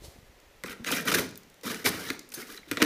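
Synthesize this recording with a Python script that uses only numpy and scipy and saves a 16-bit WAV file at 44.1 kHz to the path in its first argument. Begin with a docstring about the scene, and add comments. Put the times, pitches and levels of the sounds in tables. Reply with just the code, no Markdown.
"""Soft low bumps and a cloth rustle come first; then a box cutter works along the tape of a cardboard box.
The box stands on a wooden floor in a small bare room. Each stroke tears fibres and tape:
a dense rain of tiny jolts rings the box wall and its hollow; the tape adds snaps and hiss.
The blade knocks and ticks on the box and chirps as it slips; hand pushes thump single panels.
Room echo, quiet air and a low rumble lie underneath."""
import sys
import numpy as np
from scipy import signal
from scipy.fft import rfft, irfft, next_fast_len
from scipy.io import wavfile
from scipy.ndimage import map_coordinates

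SR = 44100
rng = np.random.default_rng(int(sys.argv[2]) if len(sys.argv) > 2 else 0)


def file_out(sig):
    """Save sig as 16-bit WAV at sys.argv[1]."""
    # one column per channel
    cols = np.atleast_2d(sig).T
    # limit, then scale
    lim = np.clip(cols, -1, 1)
    pcm = np.round(lim * 32767).astype(np.int16)
    wavfile.write(sys.argv[1], SR, pcm)


def nominal_scale(level):
    """Amplitude ratio for a level in decibels (scalar or array-like)."""
    x = np.asarray(level, float) / 20
    return 10 ** x


N = 125685

# one list a stretch of scraping, a stroke or part of one:
# t/s, blade pressure/dB, tape sizzle over it/dB, drumming of the hollow over it/dB
SCRAPE_STRETCHES = [
    [(0.641, -33, -23, 3), (0.647, -49.5, -19, 3), (0.663, -38, -15, -8), (0.671, -48.5, -1, 1),
     (0.681, -42, -7, -6), (0.695, -45, -16, -8)],
    [(0.695, -42, -2.5, -1.5), (0.719, -43, -4.5, -9), (0.732, -44, -5, -3)],
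    [(0.732, -47, -10, 0.5), (0.77, -68, -19, 8)],
    [(0.842, -48, -10, -4), (0.845, -42, 0, -13)],
    [(0.85, -40, -9, -8), (0.856, -51, -6, 0), (0.866, -34.5, -6, -1), (0.871, -31.5, -9.5, -10),
     (0.904, -36, -6.5, -0.5), (0.915, -37, -3, 8)],
    [(0.915, -35, 7, -11), (0.923, -27, -6, -5), (0.959, -36, -2.5, -2.5), (0.971, -31.5, -8, -7.5),
     (1.029, -47.5, -2.5, 8), (1.04, -57, -11, 0)],
    [(1.05, -42.5, -7, 6), (1.066, -41.5, -1, 9.5), (1.08, -24, -8.5, -5.5), (1.108, -36, 1.5, 2)],
    [(1.116, -27, -0.5, 5), (1.119, -27, -4, 2), (1.134, -37, 2.5, 3)],
    [(1.137, -29, -12, 6), (1.142, -22.5, -12, -5), (1.149, -26.5, 1, -4), (1.163, -34.5, -4, 2),
     (1.191, -29, -2, -3.5), (1.211, -43.5, 3, 9), (1.27, -56.5, 3.5, 9.5)],
    [(1.633, -47, 1, 3), (1.641, -45.5, -1.5, 3.5), (1.677, -33, -3, -4.5), (1.693, -43.5, -4, -1),
     (1.7, -37, -3, -9)],
    [(1.7, -36.5, -5, -0.5), (1.716, -35.5, -2, -5), (1.726, -42.5, -1, 4), (1.748, -39, -12, -9),
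     (1.752, -44, -1, 0.5), (1.826, -51.5, -4, -0.5), (1.835, -54, 7, 5)],
    [(1.842, -39, -5, 3.5), (1.86, -21.5, -4, -3), (1.892, -35.5, 4, -1), (1.903, -39, -17, 7)],
    [(1.903, -47, -26, 4), (1.909, -42, -5, 3), (2.087, -42.5, -2.5, -3), (2.1, -36.5, -13, -8),
     (2.106, -35.5, -16, -11), (2.119, -52, 0, 8), (2.17, -60.5, -1, 7)],
    [(2.339, -51, 15, -5), (2.345, -52.5, 11, -19), (2.355, -48.5, -2, -13), (2.379, -44.5, -4, -5),
     (2.419, -46.5, 2.5, -6.5), (2.427, -49.5, -5, -2), (2.443, -59, 5, 0), (2.46, -51, -7, -4)],
    [(2.46, -54, -2, -13), (2.478, -57.5, 1, 3), (2.496, -46, -5.5, -0.5), (2.566, -55.5, 4.5, -8),
     (2.578, -43.5, -17, -12), (2.586, -56, -6, 2.5), (2.6, -55, -17, 1)],
    [(2.66, -56, -6, -4), (2.672, -73, -3, 7), (2.688, -53, -4, -3), (2.708, -58.5, -3, -8),
     (2.712, -46, -10, -4)],
    [(2.72, -39, -11, 7), (2.736, -45, -6, 0), (2.748, -51.5, -3, 2), (2.768, -55, -4, 3)],
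    [(2.774, -32, -26, 2), (2.783, -42, -15, -3), (2.8, -52, 7, 6)],
    [(2.801, -36, -13, 6), (2.807, -31.5, -14, 0), (2.817, -40, -6, 12)],
    [(2.828, -27, -10, 5), (2.837, -35, -3, 10.5), (2.85, -37, 1, -6)],
]
# blade striking the box: t/s, wall peak/dB, push on the hollow over it/dB, contact decay/s, treble crack over it/dB
BLADE_KNOCKS = [(0.637, -23, -13, 0.0011, -33), (0.661, -36.5, -25, 0.0023, 1),
                (0.8468, -22, -21, 0.00081, -16), (0.871, -31, -12, .001, -7), (0.966, -25, -7, 0.0016, -6),
                (1.084, -13.5, -16, 0.001, -24), (1.0935, -20, -13, .001, -19),
                (1.1154, -22, -13, .0015, -23), (1.1188, -16, -23, 0.0014, -31),
                (1.126, -25.5, 1.5, 0.0016, -18), (1.188, -18.5, -11, .001, -12),
                (1.143, -17, -12, 0.0008, -16), (1.145, -21, -7, 0.001, -17),
                (1.1493, -17, -11, 0.00092, -18), (1.154, -16.5, -9, .001, -16),
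                (1.716, -25.5, -5.5, 0.0011, -12), (1.745, -27.5, -25, 0.00074, -2),
                (1.861, -14.5, -7, 0.0005, -15), (1.8636, -13, -6.5, 0.0013, -3.5),
                (2.1028, -17.5, -12, 0.0011, -8), (2.1051, -20.5, -14, 0.00076, -14),
                (2.321, -39, -10, 0.0077, -1), (2.578, -46, -20, .001, -10), (2.591, -46, -14, .001, -8),
                (2.686, -46, -11, 0.003, -4), (2.7126, -27, -12, 0.0012, -11),
                (2.7138, -15.5, -24, 0.00099, -4.5), (2.717, -22, -15, 0.00089, -21),
                (2.7194, -26, -10, 0.001, -12), (2.771, -20.5, -16, .001, -34),
                (2.7721, -17.5, -13, 0.00085, -29), (2.7746, -32, -7, 0.0011, -22),
                (2.818, -14.5, -16, 0.0012, -12), (2.82, -6.5, -13.5, 0.0008, -17),
                (2.8231, -9, -17, 0.00072, -15), (2.826, -8.5, -15, 0.0015, -6),
                (2.839, -34, -1, 0.00083, -14)]
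# bright ticks of blade and lifting tape: t/s, approximate peak/dB, f/Hz
BLADE_TICKS = [(0.401, -48, 5960), (0.922, -31, 3150), (0.9484, -25, 12700), (0.956, -31, 6490),
               (1.009, -26, 12100), (1.055, -27, 12300), (1.1854, -15, 13500), (1.1952, -15.5, 10000),
               (1.2104, -32, 5850), (1.2906, -33.5, 5730), (1.3098, -38, 5960), (1.3564, -33, 5080),
               (1.3754, -28.5, 13800), (1.4333, -42, 6260), (1.4996, -44.5, 6670), (1.5424, -43.5, 5800),
               (1.6115, -40, 4540), (1.688, -31, 5650), (1.745, -23.5, 5800), (1.795, -36, 11800),
               (2.133, -36.5, 6470), (2.193, -27.5, 5600), (2.2654, -68, 5590), (2.29, -34.5, 10900),
               (2.3022, -42, 5660), (2.319, -33, 8350), (2.3284, -35, 13100), (2.4194, -35, 10860),
               (2.4735, -40, 5700), (2.575, -37, 5830)]
# hand pushes that ring one panel: t/s, level before the soft rise/dB, f/Hz, t60/s
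PANEL_THUMPS = [(0.016, -45.5, 316, 0.064), (0.158, -47, 240, 0.094), (.638, -31.5, 199, 0.13),
                (.796, -35.5, 262, 0.22), (1.17, -36.5, 97, 0.39), (1.665, -29, 245, 0.14),
                (1.869, -37, 90, 0.35), (1.938, -38, 116, 0.2), (2.104, -24, 315, 0.055),
                (2.374, -35, 356, 0.13), (2.487, -44, 302, 0.076), (2.674, -42, 313, 0.067),
                (2.714, -19.5, 318, 0.055), (2.708, -29, 96, 0.12), (2.8197, -8.5, 314, 0.074)]
# chirps of the slipping blade: t/s, level before the soft rise/dB, f/Hz, t60/s
SLIP_CHIRPS = [(.868, -32.5, 6640, 0.078), (2.341, -31.5, 9060, 0.038), (2.342, -35.5, 4420, 0.03),
               (2.343, -30, 13400, 0.033), (2.346, -31, 10850, 0.028), (2.348, -35, 6280, 0.069),
               (2.425, -33.5, 2170, 0.038), (0.968, -31, 2400, .1), (2.575, -26, 3950, 0.014),
               (2.631, -36.5, 2180, 0.017), (2.68, -46.5, 3700, 0.04)]
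# stiff wall by the blade: f/Hz, width/Hz, level/dB
WALL_MODES = [(1214, 207, -2.5), (1426, 282, 2.5), (1666, 316, 2), (1863, 310, 2.5), (2019, 233, 1),
              (2186, 390, -4.5), (2383, 180, 0), (2940, 650, -7), (3190, 370, -12), (3560, 270, -12),
              (3850, 890, -8), (4420, 300, -15.5), (5750, 960, -16.5)]
# the box's air and panels: f/Hz, width/Hz, level/dB
HOLLOW_MODES = [(97, 80, -11.5), (188, 56, -1.5), (245, 64.6, 1.5), (318, 117, -2.5), (387, 58, -1.5),
                (460.4, 72, -3.5), (700, 110, -14), (958, 120, -16)]
# spectrum of the tape's sizzle: f/Hz, relative level per Hz/dB
TAPE_SPECTRUM = [(2940, -6), (5000, 3.5), (7670, -4), (8860, -1.5), (13300, -1), (15800, -4.5),
                 (16400, -36)]
# echo decay of the room: f/Hz, t60/s
ROOM_DECAY = [(100, 0.89), (400, 0.53), (2000, 0.41), (6000, 0.48), (14000, 0.18)]
# soft low bumps through the floor: t/s, level/dB, width/s
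FLOOR_BUMPS = [(0.021, -48, 0.0025), (.045, -43.5, 0.0032), (0.061, -46, 0.0046), (.085, -40.5, 0.0028),
               (.165, -44, 0.00062), (.19, -45, 0.0021), (.233, -47.5, 0.0031), (.3, -47.5, 0.0048),
               (.375, -57, 0.0057), (.7, -53, 0.0049), (.81, -41, 0.0024), (0.549, -59, 0.0033),
               (.572, -63, 0.0084)]
# rustle of a sleeve: t/s, level/dB
SLEEVE_LEVEL = [(0.0, -67.5), (0.05, -46), (0.078, -54), (0.264, -73), (0.268, -66), (0.3, -80)]
# spectrum of the cloth: f/Hz, relative level per Hz/dB
CLOTH_SPECTRUM = [(120, -42), (200, -2), (548, -1), (1710, -20), (3130, -13), (4040, -8.5), (14600, -18.5),
                  (16000, -28)]
# spectrum of the quiet room: f/Hz, relative level per Hz/dB
AIR_SPECTRUM = [(59, -48), (100, -12), (400, -3), (551, -3), (668, -8), (1540, -12), (1860, -9),
                (4370, -17), (6020, -18.5), (8650, -24.5), (14700, -23.5), (16400, -45)]
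# low rumble, before its lumps: t/s, level/dB
RUMBLE_LEVEL = [(0, -57.5), (1, -75), (2.85, -68)]

JOLTS_PER_S, JOLT_SPREAD_DB = 9000, 0.5
CRACKLES_PER_S, CRACKLE_SPREAD_DB, CRACKLE_DB = 600, 2, -9  # single fibres, over the dense tearing
SNAPS_PER_S, SNAP_SPREAD_DB, HISS_POWER_SHARE = 8300, 3.5, 0.28
CLUMPS_PER_S, CLUMP_DB, LARGEST_SPREADS = 250, 2.5, 3.5  # the last caps a jolt
SCRAPE_EDGE_S = 0.0013
SHIFT_S, SHIFT_SHARE, SHIFT_DB = 0.02, 0.025, 2.5  # interval; random spread of pitch and level
BLOW_WIDTH_SHARE, BLOW_SOFT_HZ, BLOW_LOWEST_HZ = 0.69, 3620, 1200  # rings longer, duller than a scrape
FIRST_PUSH, FIRST_PUSH_S = 1.6, 0.00007  # size over the rough contact; decay
CRACK_LOW_HZ, CRACK_HIGH_HZ = 2980, 7900
TICK_T60_S, TICK_WIDTH_SHARE = 0.015, 0.77  # width over pitch
THUMP_RISE_CYCLES, THUMP_WAVER, THUMP_SAG_PER_S = 0.6, 0.0036, 1.7  # sag: share of pitch per s
CHIRP_RISE_S, CHIRP_WAVER = 0.0013, 0.0014
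BOX_LOWEST_HZ = 75  # the box radiates little below this
ROOM_DB, ROOM_DELAY_S = -11, 0.006
AIR_DB = -59.5
RUMBLE_HZ, RUMBLE_LUMP_DB = 90, 3
TOP_HZ, ABOVE_TOP_DB = 15450, -28


def unit(x):
    """Scales to rms 1."""
    return x / np.sqrt(np.mean(x ** 2) + 1e-20)


def along(points, hz):
    """Interpolates (Hz, value) points on a log frequency axis."""
    f, value = np.transpose(points)
    return np.interp(np.log(hz + 1), np.log(f + 1), value)


def filtered(x, response):
    """Multiplies the spectrum of x by a complex response of frequency."""
    size = next_fast_len(len(x) + 8192)
    return irfft(rfft(x, size) * response(np.fft.rfftfreq(size, 1 / SR)), size)[:len(x)]


def coloured(x, spectrum):
    """Shapes x with a (Hz, dB) spectrum."""
    return filtered(x, lambda f: nominal_scale(along(spectrum, f)))


def body(x, modes, flip=-1):
    """Parallel resonances of unit gain for noise; signs alternate at flip=-1, all start together at flip=1."""
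    def ring(f):
        total = 0
        for k, (hz, width, db) in enumerate(modes):
            damping = 1j * f * width
            total = total + flip ** k * nominal_scale(db) * damping / (hz * hz - f * f + damping)
        return total

    mean_gain = np.sqrt(np.mean(np.abs(ring(np.linspace(0, SR / 2, num=4096))) ** 2))
    return filtered(x, ring) / mean_gain


def add(track, s, sound):
    """Mixes a sound into the track at s seconds."""
    part = track[round(s * SR):][:len(sound)]
    part += sound[:len(part)]


def jolts(per_s, spread_db):
    """Random one-sample jolts of uneven size and either sign, in loose clumps, rms 1."""
    when, sign, size = rng.random((3, N))
    clumps = map_coordinates(rng.standard_normal(N // 40), [np.arange(N) * CLUMPS_PER_S / SR])
    size_db = spread_db * np.minimum(-np.log(size + 1e-9), LARGEST_SPREADS) + CLUMP_DB * clumps
    return unit((when < per_s / SR) * np.sign(sign - 0.5) * nominal_scale(size_db))


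def shifting(x, modes):
    """A body whose resonances are redrawn every SHIFT_S as the point of contact travels."""
    out, hop = np.zeros(N), round(SHIFT_S * SR)
    for start in range(0, N, hop):
        draws = rng.standard_normal((len(modes), 2))
        now = [(hz * (1 + SHIFT_SHARE * a), width, db + SHIFT_DB * b)
               for (hz, width, db), (a, b) in zip(modes, draws)]
        piece = np.pad(x[start:start + hop], (0, 4000))  # room to ring on
        add(out, start / SR, body(piece, now))
    return out


def strokes():
    """Blade pressure sets how hard tearing jolts drive wall and hollow; tape adds fine snaps and hiss."""
    t = np.arange(N) / SR
    press, drum, sizzle = np.zeros((3, N))
    for rows in SCRAPE_STRETCHES:
        s, press_db, tape_db, drum_db = np.transpose(rows)
        gate = np.clip(np.minimum(t - s[0], s[-1] - t) / SCRAPE_EDGE_S + 0.5, 0, 1)
        pressure = gate * nominal_scale(np.interp(t, s, press_db))
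        press += pressure
        drum += pressure * nominal_scale(np.interp(t, s, drum_db))
        sizzle += pressure * nominal_scale(np.interp(t, s, tape_db))
    crackle = nominal_scale(CRACKLE_DB) * jolts(CRACKLES_PER_S, CRACKLE_SPREAD_DB)
    tearing = unit(jolts(JOLTS_PER_S, JOLT_SPREAD_DB) + crackle)
    snaps = np.sqrt(1 - HISS_POWER_SHARE) * jolts(SNAPS_PER_S, SNAP_SPREAD_DB)
    hiss = np.sqrt(HISS_POWER_SHARE) * rng.standard_normal(N)
    tape = unit(coloured(snaps + hiss, TAPE_SPECTRUM))
    return shifting(press * tearing, WALL_MODES) + shifting(drum * tearing, HOLLOW_MODES) + sizzle * tape


def knocks():
    """A sharp jolt and short rough contact ring the wall, crack in the treble and push the hollow."""
    ring, crack, push = np.zeros((3, N))
    t = np.arange(2600) / SR

    def low_cut(f):
        return (-f * f / (BLOW_LOWEST_HZ ** 2 - f * f + 1.2j * f * BLOW_LOWEST_HZ)) ** 2

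    def crack_band(f):
        return 1j * f / (CRACK_LOW_HZ + 1j * f) / (1 + 1j * f / CRACK_HIGH_HZ)

    for s, db, push_db, contact_s, crack_db in BLADE_KNOCKS:
        rough = rng.standard_normal(len(t)) * np.exp(-t / contact_s)
        contact = rough + FIRST_PUSH * np.exp(-t / FIRST_PUSH_S)
        # each blow weights the wall modes a little differently
        wall = []
        for (hz, width, level), d in zip(WALL_MODES, rng.standard_normal(len(WALL_MODES))):
            soft_db = 10 * np.log10(1 + (hz / BLOW_SOFT_HZ) ** 2)
            wall.append((hz, width * BLOW_WIDTH_SHARE, level + SHIFT_DB * d - soft_db))
        blow = filtered(body(contact, wall, flip=0.97), low_cut)
        add(ring, s, nominal_scale(db) * blow / np.abs(blow).max())
        add(crack, s, nominal_scale(db + crack_db) * contact)
        add(push, s, nominal_scale(db + push_db) * np.exp(-t / 0.0002))
    return ring + filtered(crack, crack_band) + body(push, HOLLOW_MODES)


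def ticks():
    """Tiny dying noise bursts, each through one broad resonance at its pitch."""
    out, t = np.zeros(N), np.arange(3000) / SR
    for s, db, hz in BLADE_TICKS:
        burst = rng.standard_normal(len(t)) * nominal_scale(-60 * t / TICK_T60_S)
        # 7.5 dB: from rms to about the peak
        add(out, s, nominal_scale(db - 7.5) * body(burst, [(hz, hz * TICK_WIDTH_SHARE, 0)]))
    return out


def dying_tone(t, db, hz, t60_s, rise_s, waver, bend=0):
    """A sine with a soft rise, exponential fall and random-walk phase; bend adds phase in radians."""
    phase = bend + np.cumsum(rng.standard_normal(len(t))) * waver * np.sqrt(hz)
    envelope = nominal_scale(db - 60 * t / t60_s) * (1 - np.exp(-t / rise_s))
    return envelope * np.sin(2 * np.pi * hz * t + phase)


def thumps():
    """A push rings one panel; its pitch sags for 0.1 s, then returns to the table's."""
    out, t = np.zeros(N), np.arange(SR // 2) / SR
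    for s, db, hz, t60_s in PANEL_THUMPS:
        sag = -np.pi * hz * THUMP_SAG_PER_S * np.minimum(t, 0.1) ** 2
        add(out, s, dying_tone(t, db, hz, t60_s, THUMP_RISE_CYCLES / hz, THUMP_WAVER, sag))
    return out


def chirps():
    """The slipping blade sounds short, slightly unsteady tones."""
    out, t = np.zeros(N), np.arange(SR // 2) / SR
    for s, db, hz, t60_s in SLIP_CHIRPS:
        add(out, s, dying_tone(t, db, hz, t60_s, CHIRP_RISE_S, CHIRP_WAVER))
    return out


def room(x):
    """Noise-tail echo, each frequency dying at its own speed; redrawn every 1/8 s as the hand moves."""
    out, hop = np.zeros(N), SR // 8
    for start in range(0, N, hop):
        hz, t, z = signal.stft(rng.standard_normal(SR // 2), SR, nperseg=256)
        decay = nominal_scale(-60 * t / along(ROOM_DECAY, hz)[:, None])
        tail = signal.istft(z * decay, SR, nperseg=256)[1]
        echo = signal.fftconvolve(x[start:start + hop], tail / np.linalg.norm(tail))
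        add(out, start / SR + ROOM_DELAY_S, echo)
    return out


def bumps():
    """Each bump through the floor is one swing of pressure, up then down."""
    t = np.arange(N) / SR
    return sum(nominal_scale(db) * 2 * (s - t) / w * np.exp(-((t - s) / w) ** 2) for s, db, w in FLOOR_BUMPS)


def rustle():
    """Sleeve friction: coloured noise under a brief level curve."""
    s, db = np.transpose(SLEEVE_LEVEL)
    level = nominal_scale(np.interp(np.arange(N) / SR, s, db, right=-120))
    return level * unit(coloured(rng.standard_normal(N), CLOTH_SPECTRUM))


def air():
    """Steady coloured noise of the quiet room."""
    return nominal_scale(AIR_DB) * unit(coloured(rng.standard_normal(N), AIR_SPECTRUM))


def rumble():
    """Low-passed noise of uneven level, mostly below the lowest panel."""
    t = np.arange(N) / SR
    lumps = map_coordinates(rng.standard_normal(100), [t * 25])
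    low = unit(filtered(rng.standard_normal(N), lambda f: (f > 15) / (1 + (f / RUMBLE_HZ) ** 4)))
    return nominal_scale(np.interp(t, *np.transpose(RUMBLE_LEVEL)) + RUMBLE_LUMP_DB * lumps) * low


def scene():
    """Box sounds with the box's low cut, their echo and the background."""
    sources = strokes() + knocks() + ticks() + thumps() + chirps()
    box = filtered(sources, lambda f: (1j * f / (BOX_LOWEST_HZ + 1j * f)) ** 2)
    background = bumps() + rustle() + air() + rumble()
    return (box + nominal_scale(ROOM_DB) * room(box) + background)[None]


def low_pass(x):
    """Removes everything above the highest recorded frequency."""
    return signal.sosfilt(signal.butter(12, 16890, fs=SR, output="sos"), x)


def record(dry):
    """Weakens the highest treble in one step at TOP_HZ."""
    mix = filtered(dry[0], lambda f: nominal_scale(ABOVE_TOP_DB * (f > TOP_HZ)))[None]
    return low_pass(mix)


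dry = scene()
out = record(dry)
file_out(out)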